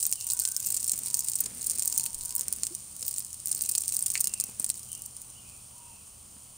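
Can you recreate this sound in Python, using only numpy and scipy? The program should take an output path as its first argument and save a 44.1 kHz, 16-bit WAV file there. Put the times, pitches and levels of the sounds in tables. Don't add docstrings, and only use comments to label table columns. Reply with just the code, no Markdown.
import sys
import numpy as np
from scipy import signal
from scipy.fft import rfft, irfft, next_fast_len
from scipy.io import wavfile
from scipy.ndimage import uniform_filter1d, map_coordinates

SR = 44100
rng = np.random.default_rng(int(sys.argv[2]) if len(sys.argv) > 2 else 0)


def wrap_up_sound(samples):
    columns = np.atleast_2d(samples).T
    tamed = np.clip(columns, -1, 1)
    steps = np.round(tamed * 32767).astype(np.int16)
    wavfile.write(sys.argv[1], SR, steps)


N = 289737


def amp(db):
    return 10 ** (np.asarray(db) / 20)


def unit(x):
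    return x / np.sqrt(np.mean(x ** 2) + 1e-20)


def along(points, hz):
    f, v = np.transpose(points)
    return np.interp(np.log(hz + 1), np.log(f + 1), v)


def curve(rows):
    return np.interp(np.arange(N) / SR, *np.transpose(rows))


def wobble(rate):
    return map_coordinates(rng.standard_normal(int(N * rate / SR) + 4), [np.arange(N) * rate / SR])


def filtered(x, response):
    m = next_fast_len(N + SR // 2)
    return irfft(rfft(x, m) * response(np.fft.rfftfreq(m, 1 / SR)), m)[..., :N]


def ring(x, gain_db):
    cepstrum = irfft(gain_db * np.log(10) / 20)
    half = cepstrum.shape[-1] // 2
    fold = np.r_[1, np.full(half - 1, 2), 1, np.zeros(half - 1)]
    return irfft(rfft(x) * np.exp(rfft(cepstrum * fold)))


def add(track, s, sound):
    start = max(round(s * SR), 0)
    part = track[..., start:start + sound.shape[-1]]
    part += sound[..., :part.shape[-1]]


def pops(rate, spread_db):
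    clicks = (rng.random(N) < rate / SR) * rng.standard_normal(N)
    return unit(clicks * amp(spread_db * np.clip(rng.standard_normal(N), -2, 2)))


def widen(mid, side):
    return np.array([mid + side, mid - side])


def outdoor_echo(x, fade_s):
    t = np.arange(SR) / SR
    tail = rng.standard_normal((2, SR)) * amp(-60 * t / fade_s)
    return signal.fftconvolve(np.atleast_2d(x), tail / np.linalg.norm(tail[0]), axes=1)[:, :N]


# start t/s, end t/s, level/dB
POURS = [(0, 0.117, -35.5), (0.272, 0.475, -36), (0.633, 0.943, -34.5), (1.048, 1.436, -36.5),
         (1.665, 2.013, -35), (2.14, 2.421, -40), (3.073, 3.17, -36.5), (3.52, 4.222, -36),
         (4.69, 4.724, -38)]
def flow(s, rise_db_per_s=78, fall_db_per_s=75, dribble_db=-43, hold_s=0.23, fade_db_per_s=19):
    start, end, db = np.transpose(POURS)[:, :, None]
    early, late = np.maximum(start - s, 0), np.maximum(s - end, 0)
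    dribble = dribble_db - fade_db_per_s * np.maximum(late - hold_s, 0)
    return (np.maximum(db - fall_db_per_s * late, dribble) - rise_db_per_s * early).max(0)


def shower(tries, over_flow_db, spread_db, bright, bright_spread, full_flow_db, thinning):
    delay, chance = rng.random((tries, 2)).T
    size, tone = np.clip(rng.standard_normal((tries, 2)), -2, 1.5).T
    s = (np.arange(tries) + 2 * delay) / (tries + 2) * N / SR
    flow_db = flow(s)
    falls = chance < amp(thinning * (flow_db - full_flow_db))
    db = flow_db + over_flow_db + spread_db * size
    return np.column_stack([s, db, bright + bright_spread * tone])[falls]


# f/Hz, level/dB
SPLAT_TONE = [(300, -29.5), (900, -32), (1700, -35.5), (2700, -25.5), (3500, -26.5), (4350, -16),
              (5600, -13), (7900, -2), (9000, 3), (10300, -9), (11800, -22.5), (13600, -8), (15500, -8.5),
              (16600, -47)]
def splats(rows, slap=4.6, ragged_s=0.00061, scatter_db=-9, patter_db=-22):
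    size, lead_s = 2048, 0.002
    burst_s, scatter_s, patter_s = 0.00026, 0.0028, 0.0057
    echo_s, echo_db = 0.0053, -16
    age, hz = np.arange(size) / SR - lead_s, np.fft.rfftfreq(size, 1 / SR)
    before, after = np.minimum(age, 0), np.maximum(age, 0)
    s, db, bright = np.transpose(rows)[:, :, None]
    length, wetness, path, pitch = np.clip(rng.standard_normal((len(rows), 4)), -1.5, 1.5).T[:, :, None]
    burst = np.exp(2 * before / burst_s - after / (burst_s * amp(3.8 * length)))
    force = burst * rng.standard_normal((len(rows), size))
    force[:, round(lead_s * SR)] += slap
    onset = np.exp(before / (ragged_s * amp(4.2 * wetness)))
    droplets = amp(scatter_db) * np.exp(-after / scatter_s) + amp(patter_db) * np.exp(-after / patter_s)
    patter = onset * droplets * amp(2 * wetness) * rng.standard_normal((len(rows), size))
    octaves = np.log2(np.clip(hz, 500, 15000) / 8500)
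    tilt = bright * octaves * np.exp(-(octaves / 2.4) ** 2)
    air_pocket = 8 * np.exp(-((octaves - 0.53 * (pitch - 1)) / 0.14) ** 2)
    tone = along(SPLAT_TONE, hz)
    hits = ring(force, tone + tilt + air_pocket / 2) + ring(patter, tone + tilt / 2 + air_pocket)
    loudest = np.sqrt(uniform_filter1d(hits ** 2, size=88, axis=1).max(1, keepdims=True))
    hits *= amp(db) / loudest
    echo = amp(echo_db) * np.exp(-2j * np.pi * hz * echo_s * (1 + path / 10))
    hits = irfft(rfft(hits) * (1 + echo))
    out = np.zeros(N)
    for when, hit in zip(s[:, 0], hits):
        add(out, when - lead_s, hit)
    return out


# t/s, level/dB, brightness/(dB per octave)
HEAVY_DROPS = [(.0279, -19, 0), (.0535, -19.5, -9), (.0659, -18, 11), (.1262, -16, -7), (.3019, -21, -7),
               (.3344, -19.5, 11), (.3985, -17.5, 8), (.4527, -17.5, -9), (.5654, -18.5, -3),
               (.6675, -25.5, 7), (.7714, -22, -6), (.8956, -18, -4), (.9188, -17, 5), (1.0715, -27.5, -16),
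               (1.1433, -15, -1), (1.1924, -19, 8), (1.2853, -20, -3), (1.3556, -19.5, 0),
               (1.4064, -16, 24), (1.6983, -18.5, 1), (1.7955, -19.5, -2), (1.8769, -17, 7),
               (1.9778, -15.5, 4), (2.0621, -22, -7), (2.3524, -20.5, 17), (2.3632, -19.5, 10),
               (2.3946, -22.5, 4), (2.41, -21.5, -3), (2.4826, -21, -1.5), (2.5266, -18.5, 5.5),
               (2.6343, -18, -7), (2.6686, -23, -6), (2.7508, -25, -4.5), (3.0661, -27.5, 14),
               (3.0821, -22, 33), (3.1829, -22, 4), (3.4584, -22, 7), (3.4724, -23.5, -1),
               (3.5149, -22, 0.5), (3.6221, -19, 14), (3.692, -20, 1), (3.7517, -19, -9.5),
               (3.7811, -16, 1), (3.8804, -20, -3.5), (3.967, -18, 2.5), (4.0255, -18.5, 2.5),
               (4.0662, -21, -4), (4.1024, -21, -6), (4.2049, -20, 10), (4.2091, -17, 8), (4.2433, -19, -1),
               (4.2723, -18.5, -2.5), (4.3388, -21.5, -11), (4.4007, -18.5, -0.5), (4.4102, -21, -3),
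               (4.4394, -23.5, 0), (4.5981, -20, 0.5), (4.6442, -17.5, -2), (4.7012, -16.5, -8),
               (4.9183, -31, 11), (5.2177, -35, 1)]
def spatter(wander_db=0.52, echo_db=-20):
    beads = shower(tries=205, over_flow_db=11.5, spread_db=1.4, bright=1.5, bright_spread=5.4,
                   full_flow_db=-37.5, thinning=1.4)
    spray = shower(tries=1250, over_flow_db=0.5, spread_db=4.5, bright=-1.5, bright_spread=3.5,
                   full_flow_db=-35, thinning=1.1)
    heavy = splats(HEAVY_DROPS, slap=4.8, ragged_s=0.00048, scatter_db=-9.5, patter_db=-22.5)
    drops = heavy + splats(beads) + splats(spray)
    width = [(1000, -3.5), (4000, -14.0), (9000, -16.5), (13000, -30)]  # f/Hz, level/dB
    side = filtered(drops, lambda hz: 1j * amp(along(width, hz)) * np.sin(2 * np.pi * hz * 0.000414))
    wander = amp(widen(0, wander_db * wobble(60)))
    return widen(drops, side) * wander + amp(echo_db) * outdoor_echo(drops, fade_s=0.068)


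# f/Hz, level/dB
FOAM_TONE = [(1500, -32.5), (3700, -22), (4400, -16.5), (5200, -16), (7400, -9), (8400, -6.5), (9250, 1),
             (10300, -17), (11900, -23.5), (14200, -15), (15600, -16), (16000, -61)]
def foam(side_db=-15):
    fade = [(0, -42.5), (2, -44), (2.9, -45), (4.2, -45.5), (5.5, -49.5), (6.55, -51)]  # t/s, level/dB
    bubbles = widen(pops(rate=24000, spread_db=3), amp(side_db) * rng.standard_normal(N))
    hiss = unit(filtered(bubbles, lambda hz: amp(along(FOAM_TONE, hz))))
    return amp(curve(fade) + wobble(23.195) / 2) * hiss


# f/Hz, level/dB
AIR_TONE = [(15, -38), (25, -3), (118, 0.5), (164, -4.5), (210, -4), (360, -12.5), (1120, -10.5),
            (1440, -17), (1700, -25.5), (2180, -22), (3090, -12.5), (3500, -20), (4550, -107), (7700, -120)]
# f/Hz, likeness (1 = the same)
AIR_LIKENESS = [(60, 0.87), (130, 0.98), (260, 0.22), (800, 0.012), (3000, 0.52)]
def rumble(level_db=-59):
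    def mid_and_side(hz):
        angle = np.arccos(np.clip(along(AIR_LIKENESS, hz), -1, 1)) / 2
        return amp(along(AIR_TONE, hz)) * [np.cos(angle), np.sin(angle)]
    air = unit(widen(*filtered(rng.standard_normal((2, N)), mid_and_side)))
    return amp(level_db + wobble(2.2) / 2) * air


# f/Hz, relative level/dB
HUM_NOTES = [(59, -75.5), (79, -65), (120, -66), (203, -72)]
def hum(gain_db=-1):
    t = np.arange(N) / SR
    swell = [(0, -2), (.8, 2), (4.8, 1), (6.55, -5)]  # t/s, level/dB
    notes = sum(amp(db + 1.86 * wobble(6.5)) * np.sin(2 * np.pi * hz * t + 1.36 * wobble(9))
                for hz, db in HUM_NOTES)
    return amp(gain_db + curve(swell)) * np.sqrt(2) * notes


def calls(rows, warble_hz, depth, rough, arch):
    out = np.zeros(N)
    for s, length, start_hz, end_hz, db in rows:
        t = np.arange(int(length * SR)) / SR
        swell = np.abs(np.sin(np.pi * t / length))
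        bend = depth * np.sin(2 * np.pi * warble_hz * t) + arch * (swell - .5)
        jitter = np.interp(t, np.linspace(0, 1, 300), rng.standard_normal(300))
        pitch = (start_hz + (end_hz - start_hz) * t / length) * (1 + bend + rough * jitter)
        add(out, s, amp(db) * unit(np.sqrt(swell) * np.sin(2 * np.pi * np.cumsum(pitch) / SR)))
    return out


# t/s, length/s, start f/Hz, end f/Hz, relative level/dB
BIRD_NOTES = [(.13, 0.12, 3070, 2676, -55.5), (.6, 0.089, 2770, 2570, -59), (3.62, 0.1, 2800, 2410, -60),
              (4.24, 0.2, 2880, 2530, -56), (4.87, 0.11, 3093, 2800, -57.5), (5.34, 0.066, 2850, 2880, -59),
              (5.4, 0.19, 2600, 2510, -64), (5.79, 0.26, 2750, 2540, -66)]
def bird(direct_db=-6, echo_db=-1.5):
    song = calls(BIRD_NOTES, warble_hz=33.1, depth=0.028, rough=0.037, arch=0.009)
    return amp(direct_db) * song + amp(echo_db) * outdoor_echo(song, fade_s=0.49)


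# t/s, length/s, start f/Hz, end f/Hz, relative level/dB
ANIMAL_CRIES = [(.22, 0.21, 970, 910, -61.5), (.26, 0.35, 1442, 1555, -58.5), (1.02, 0.3, 965, 902, -61.5),
                (1.8, 0.36, 956, 895, -59), (2.17, 0.27, 967, 976, -59.5), (2.2, 0.29, 1475, 1530, -67),
                (5.72, 0.253, 962, 918, -60)]
def far_animal(direct_db=-6, echo_db=-7):
    cries = calls(ANIMAL_CRIES, warble_hz=45.1, depth=0.022, rough=0.0317, arch=0.0244)
    return amp(direct_db) * cries + amp(echo_db) * outdoor_echo(cries, fade_s=0.49)


# t/s, relative level/dB
SURGES = [(.3, -76), (.68, -58), (.94, -55.5), (1.46, -51), (1.75, -54), (2.4, -55.5), (3.02, -63),
          (3.5, -56.5), (3.95, -58.5), (4.27, -58), (4.49, -58.5)]
def slosh(gain_db=-1, rise_s=0.058, settle_s=0.33):
    tone = [(90, -10), (200, 7.0), (330, -2), (470, -3), (900, -13), (2200, -8), (5000, -19.5),
            (8000, -56)]
    grains = widen(pops(rate=1500, spread_db=2), pops(rate=1500, spread_db=2) / 2)
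    gurgle = unit(filtered(grains, lambda hz: amp(along(tone, hz))))
    t = np.arange(N) / SR
    surges = [amp(db) * np.exp(np.minimum((t - s) / rise_s, (s - t) / settle_s)) for s, db in SURGES]
    return np.max(surges, axis=0) * amp(gain_db + wobble(25)) * gurgle


# t/s, start f/Hz, level/dB
GULPS = [(1.44, 420, -58), (2.704, 316, -44.5), (3.011, 458, -57)]
def glugs(rise_per_s=5.0, swell_s=0.013):
    t = np.arange(SR // 4) / SR
    swell = (t / swell_s * np.exp(1 - t / swell_s)) ** 2
    out = np.zeros(N)
    for s, hz, db in GULPS:
        add(out, s, amp(db) * swell * np.sin(2 * np.pi * hz * t * (1 + rise_per_s * t / 2)))
    return out


def air_puff(s=2.18, width_s=0.075, level_db=-54, below_hz=55):
    t = np.arange(N) / SR
    noise = unit(filtered(rng.standard_normal(N), lambda hz: 1 / (1 + (hz / below_hz) ** 4)))
    return amp(level_db) * noise * np.exp(-((t - s) / width_s) ** 2)


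# f/Hz, level/dB
CAN_TONE = [(500, -22), (1500, -9), (2200, 5.5), (2800, 3.5), (3250, -12), (4400, 1), (5000, -11),
            (8500, 3.5), (11500, -19), (15000, -17.5)]
def can_click(s=4.1545, peak_db=-8, buzz_db=-32, buzz_s=0.016, size=8192):
    t = np.arange(size) / SR
    force = (t == 0) + amp(buzz_db) * np.exp(-t / buzz_s) * rng.standard_normal(size)
    click = ring(force, along(CAN_TONE, np.fft.rfftfreq(size, 1 / SR)))
    out = np.zeros(N)
    add(out, s, amp(peak_db) * click / np.abs(click).max())
    return out


# t/s, peak level/dB
FINGER_BUMPS = [(4.275, -46.5), (4.439, -45), (4.49, -42), (4.6, -39), (6.365, -48)]
def knocks(fade_s=0.0057, size=4096):
    tone = [(70, -6), (200, 1.5), (500, -8), (1200, -15.5), (4000, -29.5), (9000, -48)]  # f/Hz, level/dB
    t, hz = np.arange(size) / SR, np.fft.rfftfreq(size, 1 / SR)
    out = np.zeros(N)
    for s, db in FINGER_BUMPS:
        bump = ring(np.exp(-t / fade_s) * rng.standard_normal(size), along(tone, hz))
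        add(out, s, amp(db) * bump / np.abs(bump).max())
    return out


def scene():
    # f/Hz, level/dB added on the left and taken from the right
    balance = [(1000, 0.34), (4000, -0.32), (8500, -0.48), (13000, 0.00067)]
    gravel = filtered(spatter() + foam(), lambda hz: amp(widen(0, along(balance, hz))))
    surroundings = rumble() + hum() + bird() + far_animal() + air_puff()
    can = slosh() + glugs() + can_click() + knocks()
    return gravel + surroundings + can


def record(dry, top_hz=16800):
    return filtered(dry, lambda hz: hz < top_hz)


dry = scene()
out = record(dry)
wrap_up_sound(out)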